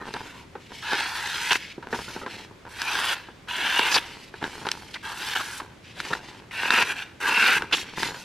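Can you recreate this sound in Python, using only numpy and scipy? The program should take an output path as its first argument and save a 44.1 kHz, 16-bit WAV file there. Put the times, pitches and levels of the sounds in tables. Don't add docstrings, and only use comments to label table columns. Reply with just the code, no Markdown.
import sys
import numpy as np
from scipy import signal
from scipy.fft import rfft, irfft
from scipy.io import wavfile
from scipy.ndimage import uniform_filter1d

SR = 44100
rng = np.random.default_rng(int(sys.argv[2]) if len(sys.argv) > 2 else 0)


def unload_wav(signal):
    wavfile.write(
        sys.argv[1],
        SR,
        np.round(np.clip(np.atleast_2d(signal).T, -1, 1) * 32767).astype(np.int16),
    )


N = 363384
TIME = np.arange(N) / SR
HZ = np.fft.rfftfreq(4096, 1 / SR)


# start in seconds, length in seconds,
# time to full force in seconds, force at entry in dB below full (negative: above it), ring of the sheet at
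# full force in dB, sag after that in dB per second (negative: growth), bite over ring in dB, fizz over ring in dB.
STROKES = [
    [(0.822, 0.33, 0.16, 14, -27, 55, -1.5, -16), (1.15, 0.413, 0.9, 6.5, -32, 1, 3.5, -7.5)],
    [(2.686, 0.45, 0.28, 25.5, -29.5, -1, 1, -12)],
    [(3.481, 0.5045, 0.18, 8.5, -28, 1.5, 1, -12)],
    [(5.025, 0.11, 0.03, 11, -37.5, 5, -2, -11), (5.14, 0.2, 0.14, 13, -36.5, 17, 2.5, -6),
     (5.35, 0.241, 0.052, -9, -37.5, 34, 0.5, -4.5)],
    [(6.512, 0.18, 0.15, 16.5, -31, 5, 3.5, -14.5), (6.706, 0.12, 0.057, 4, -22.5, 15, 0.5, -16),
     (6.845, 0.079, 0.048, 13, -33, 5, -3.5, -10.5), (6.955, 0.074, 0.034, 22, -44, 35, 6, -8)],
    [(7.2, 0.096, 0.029, 11, -27, 17, -3.5, -16), (7.266, 0.311, 0.2, 8.5, -21.5, 55, 2, -16)],
]
# upper mode in Hz, its width in Hz, its level in dB,
# lower mode in Hz, its level in dB, flutter in dB relative to the ring of the sheet.
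STRIPS = [(3200, 1750, -9.5, 1660, -1.5, -19.5), (3130, 940, -8.5, 1530, -2.5, -17),
          (2900, 870, 0.5, 1580, -1, -16), (3330, 1100, -9, 1590, 2, -15.5),
          (2600, 500, -1.5, 1510, -2, -15.5), (2550, 520, 1, 1500, 6.5, -16)]
STRIP_LOW_WIDTH_HZ = 240
CUT_DRIFT_DB, FIZZ_DRIFT_DB = 4, 3
BITE_FOLLOWS, FIZZ_FOLLOWS = 1.03, 0.51
BITE_DB_PER_S, FIZZ_DB_PER_S = 3.5, 18.5
FIZZ_DIES_DB_PER_S = 62


def slicing():
    snaps = grains(per_s=8000, spread_db=3.2, clump_db=1.2, clump_rate=60)
    snaps = bend(snaps, depth_db=CUT_DRIFT_DB)
    snaps = snaps + amp(-12) * grains(per_s=140, spread_db=1.9, clump_db=3, clump_rate=2.5)
    fine = grains(per_s=13000, spread_db=2.5, clump_db=1.65, clump_rate=86)
    fine = bend(fine, depth_db=FIZZ_DRIFT_DB)
    shaken = snaps * amp(3.3 * wander(28))
    flutter = above(190) * below(520)
    ring = above(650) * below(2000)
    bite = above(2000) * below(6000)
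    fizz = above(6000)
    out = np.zeros(N)
    for pushes, strip in zip(STROKES, STRIPS):
        hz, width, strip_db, low_hz, low_db, flutter_db = strip
        body = sheet([(hz, width, strip_db), (low_hz, STRIP_LOW_WIDTH_HZ, low_db)])
        for start, length, full_s, entry_db, ring_db, sag_db_per_s, bite_db, fizz_db in pushes:
            span = (TIME >= start) & (TIME < start + length + .3)
            t = TIME[span] - start
            force_db, contact = push(t, length, full_s, entry_db, sag_db_per_s)
            past_middle_s = np.minimum(t, length) - length / 2
            bite_level = bite_db + BITE_FOLLOWS * force_db + BITE_DB_PER_S * past_middle_s
            fizz_level = fizz_db + FIZZ_FOLLOWS * force_db + FIZZ_DB_PER_S * past_middle_s
            fizz_level = fizz_level - FIZZ_DIES_DB_PER_S * np.maximum(t - length, 0)
            layers = [(shaken, flutter, flutter_db + force_db), (snaps, ring, force_db),
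                      (snaps, bite, bite_level), (fine, fizz, fizz_level)]
            for drive, band, db in layers:
                sound = evened(colour(drive[span], body * band))
                out[span] += contact * amp(ring_db + db) * sound
    return out


DIG_CURVE = 1.85
CATCH_S, RELEASE_S = 0.005, 0.011
SETTLE_DB, SETTLE_S = -12, 0.086


def push(t, length, full_s, entry_db, sag_db_per_s):
    digging_db = -entry_db * np.clip(1 - t / full_s, 0, 1) ** DIG_CURVE
    sag_db = sag_db_per_s * np.maximum(np.minimum(t, length) - full_s, 0)
    after = np.maximum(t - length, 0)
    leaving = np.maximum(np.exp(-after / RELEASE_S), amp(SETTLE_DB) * np.exp(-after / SETTLE_S))
    return digging_db - sag_db, np.minimum(t / CATCH_S, 1) * leaving


# frequency in Hz, width in Hz, level in dB.
SHEET = [(388, 203, -6.5), (931, 181, 0.5), (1543, 375, 1), (2560, 900, -8), (3850, 650, -13),
         (4740, 880, -20), (5840, 160, -18.5)]
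# frequency in Hz, gain in dB.
FIBRES = [(60, -55), (200, -13.5), (600, -36.5), (2000, -29), (4000, -18.5), (7000, -28.5), (10300, -31),
          (13000, -36), (14700, -46), (15700, -82)]


def sheet(strip=()):
    power = amp(read(FIBRES)) ** 2
    for hz, width, db in [*SHEET, *strip]:
        offset = (HZ - hz) / width * 4 / 3
        power = power + amp(db) ** 2 / (1 + offset ** 2) ** 2
    return np.sqrt(power)


# start in seconds, length in seconds, level in dB.
FLEXES = [(0.0, 0.1, -37.5), (0.14, 0.08, -33.5), (0.24, 0.17, -42.5), (0.7, 0.052, -41),
          (1.865, 0.05, -38.5), (1.917, 0.1, -35.5), (2.075, 0.032, -33), (2.145, 0.027, -35),
          (2.21, 0.052, -32), (2.32, 0.16, -44.5), (2.66, 0.045, -46), (4.0, 0.19, -44.5),
          (4.42, 0.033, -30), (4.52, 0.3, -42), (4.648, 0.016, -29), (4.73, 0.15, -49),
          (5.61, 0.023, -35.5), (5.96, 0.19, -41), (6.1, 0.038, -29), (6.18, 0.24, -43),
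          (7.56, 0.083, -33.5), (7.715, 0.22, -39), (7.97, 0.13, -32), (8.13, 0.15, -46)]
# attack in seconds, fade over its length in dB, release in seconds.
FLEX_SHAPE = (0.0087, -6.5, 0.048)
# frequency in Hz, gain in dB.
RUSTLE = [(50, 9), (120, 9.5), (250, 3.5), (450, 1), (900, -2.5), (1500, -8.5), (2400, -11.5),
          (4000, -14.5), (8000, -14.5)]
# start in seconds, length in seconds, level below 6 kHz in dB,
# hiss above 6 kHz relative to that in dB.
SLIDES = [(0.033, 0.39, -45.5, -11), (0.585, 0.12, -50, -12.5), (0.7, 0.19, -42.5, -9.5),
          (1.557, 0.17, -39, -17), (1.894, 0.33, -41, -6.5), (2.26, 0.19, -40.5, -13),
          (3.145, 0.13, -52.5, -31), (3.982, 0.3, -44, -11), (4.32, 0.12, -47, -14), (4.4, 0.56, -45, -7),
          (4.747, 0.14, -62, -27), (4.944, 0.072, -45, -19), (5.823, 0.17, -47, -16),
          (5.948, 0.23, -38.5, -8.5), (6.2, 0.19, -45.5, -14), (7.708, 0.12, -31, -8),
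          (7.827, 0.24, -42.5, -15.5), (7.957, 0.14, -30.5, -7), (8.096, 0.29, -44, -4.5)]
# attack in seconds, fade over its length in dB, release in seconds.
SLIDE_SHAPE = (0.055, -6, 0.016)
# frequency in Hz, gain in dB.
SLIDE = [(700, -39), (1800, 6), (3000, 6), (4500, -1), (7000, -13), (10000, -18), (13000, -23.5),
         (15500, -42)]


def handling():
    crinkles = bend(grains(per_s=750, spread_db=-1.5, clump_db=1.0, clump_rate=40), depth_db=5.5)
    crinkles = crinkles + amp(2) * grains(per_s=60, spread_db=1.5, clump_db=2.5, clump_rate=7.8)
    rustle = evened(colour(crinkles, sheet() * amp(read(RUSTLE))))
    friction = bend(grains(per_s=7600, spread_db=1.5, clump_db=1.75, clump_rate=37), depth_db=3)
    skin = amp(read(SLIDE))
    rub = evened(colour(friction, skin * below(6000)))
    hiss = evened(colour(friction, skin * above(6000)))
    rub_rows = [(s, length, db) for s, length, db, _ in SLIDES]
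    hiss_rows = [(s, length, db + hiss_db) for s, length, db, hiss_db in SLIDES]
    sliding = moves(rub_rows, *SLIDE_SHAPE) * rub + moves(hiss_rows, *SLIDE_SHAPE) * hiss
    return moves(FLEXES, *FLEX_SHAPE) * rustle + sliding


def moves(rows, attack_s, fade_db, release_s):
    power, t = np.zeros(N), TIME[:SR]
    for start, length, db in rows:
        gate = np.minimum(t / attack_s, 1) * np.exp(-np.maximum(t - length, 0) / release_s)
        fading = amp(db + fade_db * np.minimum(t / length, 1))
        add(power, start, (gate * fading) ** 2)
    return np.sqrt(power)


# start in seconds, level before its swell in dB,
# resonance in Hz, length in seconds.
RIPS = [(0.92, -30, 1500, 0.028), (1.506, -17, 2750, 0.028), (1.554, -17.5, 2010, 0.0082),
        (3.473, -43, 1640, 0.014), (3.913, -26, 5000, 0.032), (3.942, -17, 4460, 0.029),
        (3.961, -18, 990, 0.014), (3.976, -20.5, 3180, 0.012), (4.941, -30.5, 3530, 0.014),
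        (4.953, -33.5, 1910, 0.023), (5.359, -27, 1430, 0.0073), (5.393, -27.5, 1350, 0.031),
        (5.599, -29, 1210, 0.013), (6.131, -22.5, 1660, 0.0098), (6.51, -34.5, 2280, 0.01),
        (7.711, -32, 1500, 0.0096), (7.725, -16, 3080, 0.03), (7.778, -27.5, 2210, 0.012),
        (7.972, -34, 1570, 0.013)]


def rips():
    out, t = np.zeros(N), np.arange(4096) / SR
    for (s, db, hz, length), noise in zip(RIPS, rng.standard_normal((len(RIPS), len(t)))):
        swell = np.sin(np.pi * np.minimum(t / length, 1) ** 0.54).clip(0) ** 0.72
        patch = sheet([(hz, hz / 3, 5)])
        add(out, s, amp(db) * swell * evened(colour(noise, patch)))
    return out


# start in seconds, peak level in dB, brightness in Hz.
CRACKS = [(0.1397, -18, 1510), (0.9321, -11, 1530), (1.5198, -6, 2070), (1.531, -6, 2540),
          (2.8177, -9, 2430), (3.7935, -6, 1430), (4.441, -14, 1280), (4.6881, -13, 1980),
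          (4.7158, -9, 3310), (5.3631, -15, 1460), (6.0023, -13, 1720), (6.1346, -13, 1470),
          (6.7054, -3, 1820), (6.8257, -8, 1400), (7.6217, -14, 1080), (8.0316, -10, 2220)]
CRACK_DECAY_S = 0.0015


def cracks():
    rows = [(*row, CRACK_DECAY_S) for row in CRACKS]
    return buckles(rows, slope_db=8.5, crackle=0.27, after_db=-19.5, after_s=0.006)


# start in seconds, peak level in dB, brightness in Hz, decay in seconds.
FLOPS = [(0.0204, -30.5, 610, 0.0039), (0.1669, -21, 1160, 0.0034), (0.5526, -23.5, 820, 0.0099),
         (1.7794, -26, 450, 0.0042), (1.8261, -28.5, 1102, 0.017), (1.9282, -15, 980, 0.014),
         (1.9475, -22, 925, 0.0064), (2.1633, -21, 895, 0.003), (2.511, -35, 443, 0.002),
         (2.2624, -21, 1020, 0.0056), (2.6519, -31.5, 1070, 0.0043), (3.2862, -30.5, 810, 0.0041),
         (4.3399, -26, 1020, 0.0039), (4.4134, -27, 1130, 0.019), (4.4477, -23, 1190, 0.016),
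         (4.6677, -15, 1330, 0.0051), (6.05, -26, 1240, 0.018), (6.1509, -21, 1480, 0.0019),
         (6.633, -14, 1590, 0.0023), (6.6567, -21, 1250, 0.0054), (8.1438, -24.5, 1350, 0.012)]


def flops():
    return buckles(FLOPS, slope_db=9.0, crackle=0.32, after_db=-17.5, after_s=0.042)


def buckles(rows, slope_db, crackle, after_db, after_s):
    out, t = np.zeros(N), np.arange(4096) / SR
    for (s, db, hz, decay), noise in zip(rows, rng.standard_normal((len(rows), len(t)))):
        shiver = amp(after_db) * np.exp(-t / after_s)
        burst = crackle * noise * (np.exp(-t / max(decay, 1e-4)) + shiver)
        burst[0] += 1
        pop = tilted(burst, hz, slope_db)
        add(out, s, amp(db) * pop / abs(pop).max())
    return out


def tilted(x, hz, slope_db):
    octaves = np.log2(np.clip(HZ, 500, 4500) / 1500)
    softened = 1 / np.sqrt(1 + (HZ / 8000) ** 4)
    tilt = amp(slope_db * np.log2(max(hz, 100) / 1500) * octaves)
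    return colour(x, sheet() * above(114) * softened * tilt)


# frequency in Hz, side over mid in dB.
WIDTH = [(60, -29), (250, -26.5), (620, -31), (900, -56), (1300, -42), (1750, -24.5), (2100, -15.5),
         (2800, -24), (4500, -7.5), (7500, -2.5)]


def spread(x):
    z = signal.stft(x, nperseg=256)[2]
    chance = rng.standard_normal((2,) + z.shape)
    re, im = uniform_filter1d(uniform_filter1d(chance, size=5, axis=1), size=7, axis=2)
    scattered = signal.istft(z * np.exp(1j * np.arctan2(im, re)), nperseg=256)[1][:N]
    return colour(scattered, amp(read(WIDTH)))


# frequency in Hz, time to fall by 60 dB in seconds.
ROOM_T60 = [(150, 1), (1000, 0.17), (4000, 1), (14000, 0.089)]


def workshop(x):
    count = SR // 2
    echoes = rng.random(count) < 3000 / SR
    taps = rng.standard_normal(count) * echoes * (TIME[:count] > .004)
    hz, t, z = signal.stft(taps, SR, nperseg=256)
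    decay = amp(-60 * t / read(ROOM_T60, hz)[:, None])
    tail = signal.istft(z * decay, SR, nperseg=256)[1]
    return signal.oaconvolve(x, tail / np.linalg.norm(tail))[:N]


# frequency in Hz, relative level in dB.
ROOM_TONE = [(15, -49), (25, -3), (99, 4.5), (289, -1), (378, -2), (482, -5.5), (537, -4.5), (614, -9),
             (666, -9), (722, -9.5), (2230, -12.5), (6730, -25), (12500, -35.5), (15500, -45)]
ROOM_TONE_DB = -50


def room_tone():
    return amp(ROOM_TONE_DB) * evened(colour(rng.standard_normal(N), amp(read(ROOM_TONE))))


def grains(per_s, spread_db, clump_db, clump_rate):
    size = amp(spread_db * np.minimum(rng.exponential(1, N), 4)) * rng.choice([-1, 1], N)
    struck = rng.random(N) < per_s / SR
    return evened(size * struck * amp(clump_db * wander(clump_rate)))


def bend(x, depth_db):
    hz, _, z = signal.stft(x, SR, nperseg=1024)
    patches = rng.standard_normal(z.shape)
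    for _ in range(2):
        patches = uniform_filter1d(uniform_filter1d(patches, size=3, axis=0), size=8, axis=1)
    reach = np.sqrt(hz / (hz + 1200))[:, None]
    return signal.istft(z * amp(depth_db * reach * evened(patches)), nperseg=1024)[1][:N]


def wander(rate):
    hz = np.fft.rfftfreq(N, 1 / SR)
    return evened(irfft(rfft(rng.standard_normal(N)) / (1 + (hz / rate) ** 4), N))


def colour(x, gain):
    log_gain = np.log(np.maximum(np.r_[gain, gain[-2:0:-1]], 1e-5))
    taps = np.fft.ifft(np.exp(np.conj(signal.hilbert(log_gain)))).real
    return signal.oaconvolve(x, taps[:len(HZ)])[:len(x)]


def below(hz):
    return 1 / np.sqrt(1 + (HZ / hz) ** 10)


def above(hz):
    return np.sqrt(1 - below(hz) ** 2)


def read(points, hz=HZ):
    f, value = np.transpose(points)
    return np.interp(np.log(hz + 1), np.log(f + 1), value)


def amp(db):
    return 10 ** (np.asarray(db) / 20)


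def evened(x):
    return x / np.sqrt(np.mean(x ** 2) + 1e-20)


def add(mix, s, sound):
    part = mix[max(round(s * SR), 0):][:len(sound)]
    part += sound[:len(part)]


# frequency in Hz, side over mid in dB.
DIFFUSE = [(50, -31), (150, -13), (350, -4.5), (1000, -4.5)]


def scene():
    paper = slicing() + handling() + rips() + cracks() + flops()
    room_mid, room_side = (amp(-32) * workshop(paper) + room_tone() for _ in range(2))
    mid = paper + room_mid
    side = spread(paper) + colour(room_side, amp(read(DIFFUSE)))
    return np.array([mid + side, mid - side])


EDGE_HZ = 15500


def record(dry):
    taps = signal.firwin(255, EDGE_HZ, window=("kaiser", 9), fs=SR)
    return signal.oaconvolve(dry, taps[None], "same")


dry = scene()
out = record(dry)
unload_wav(out)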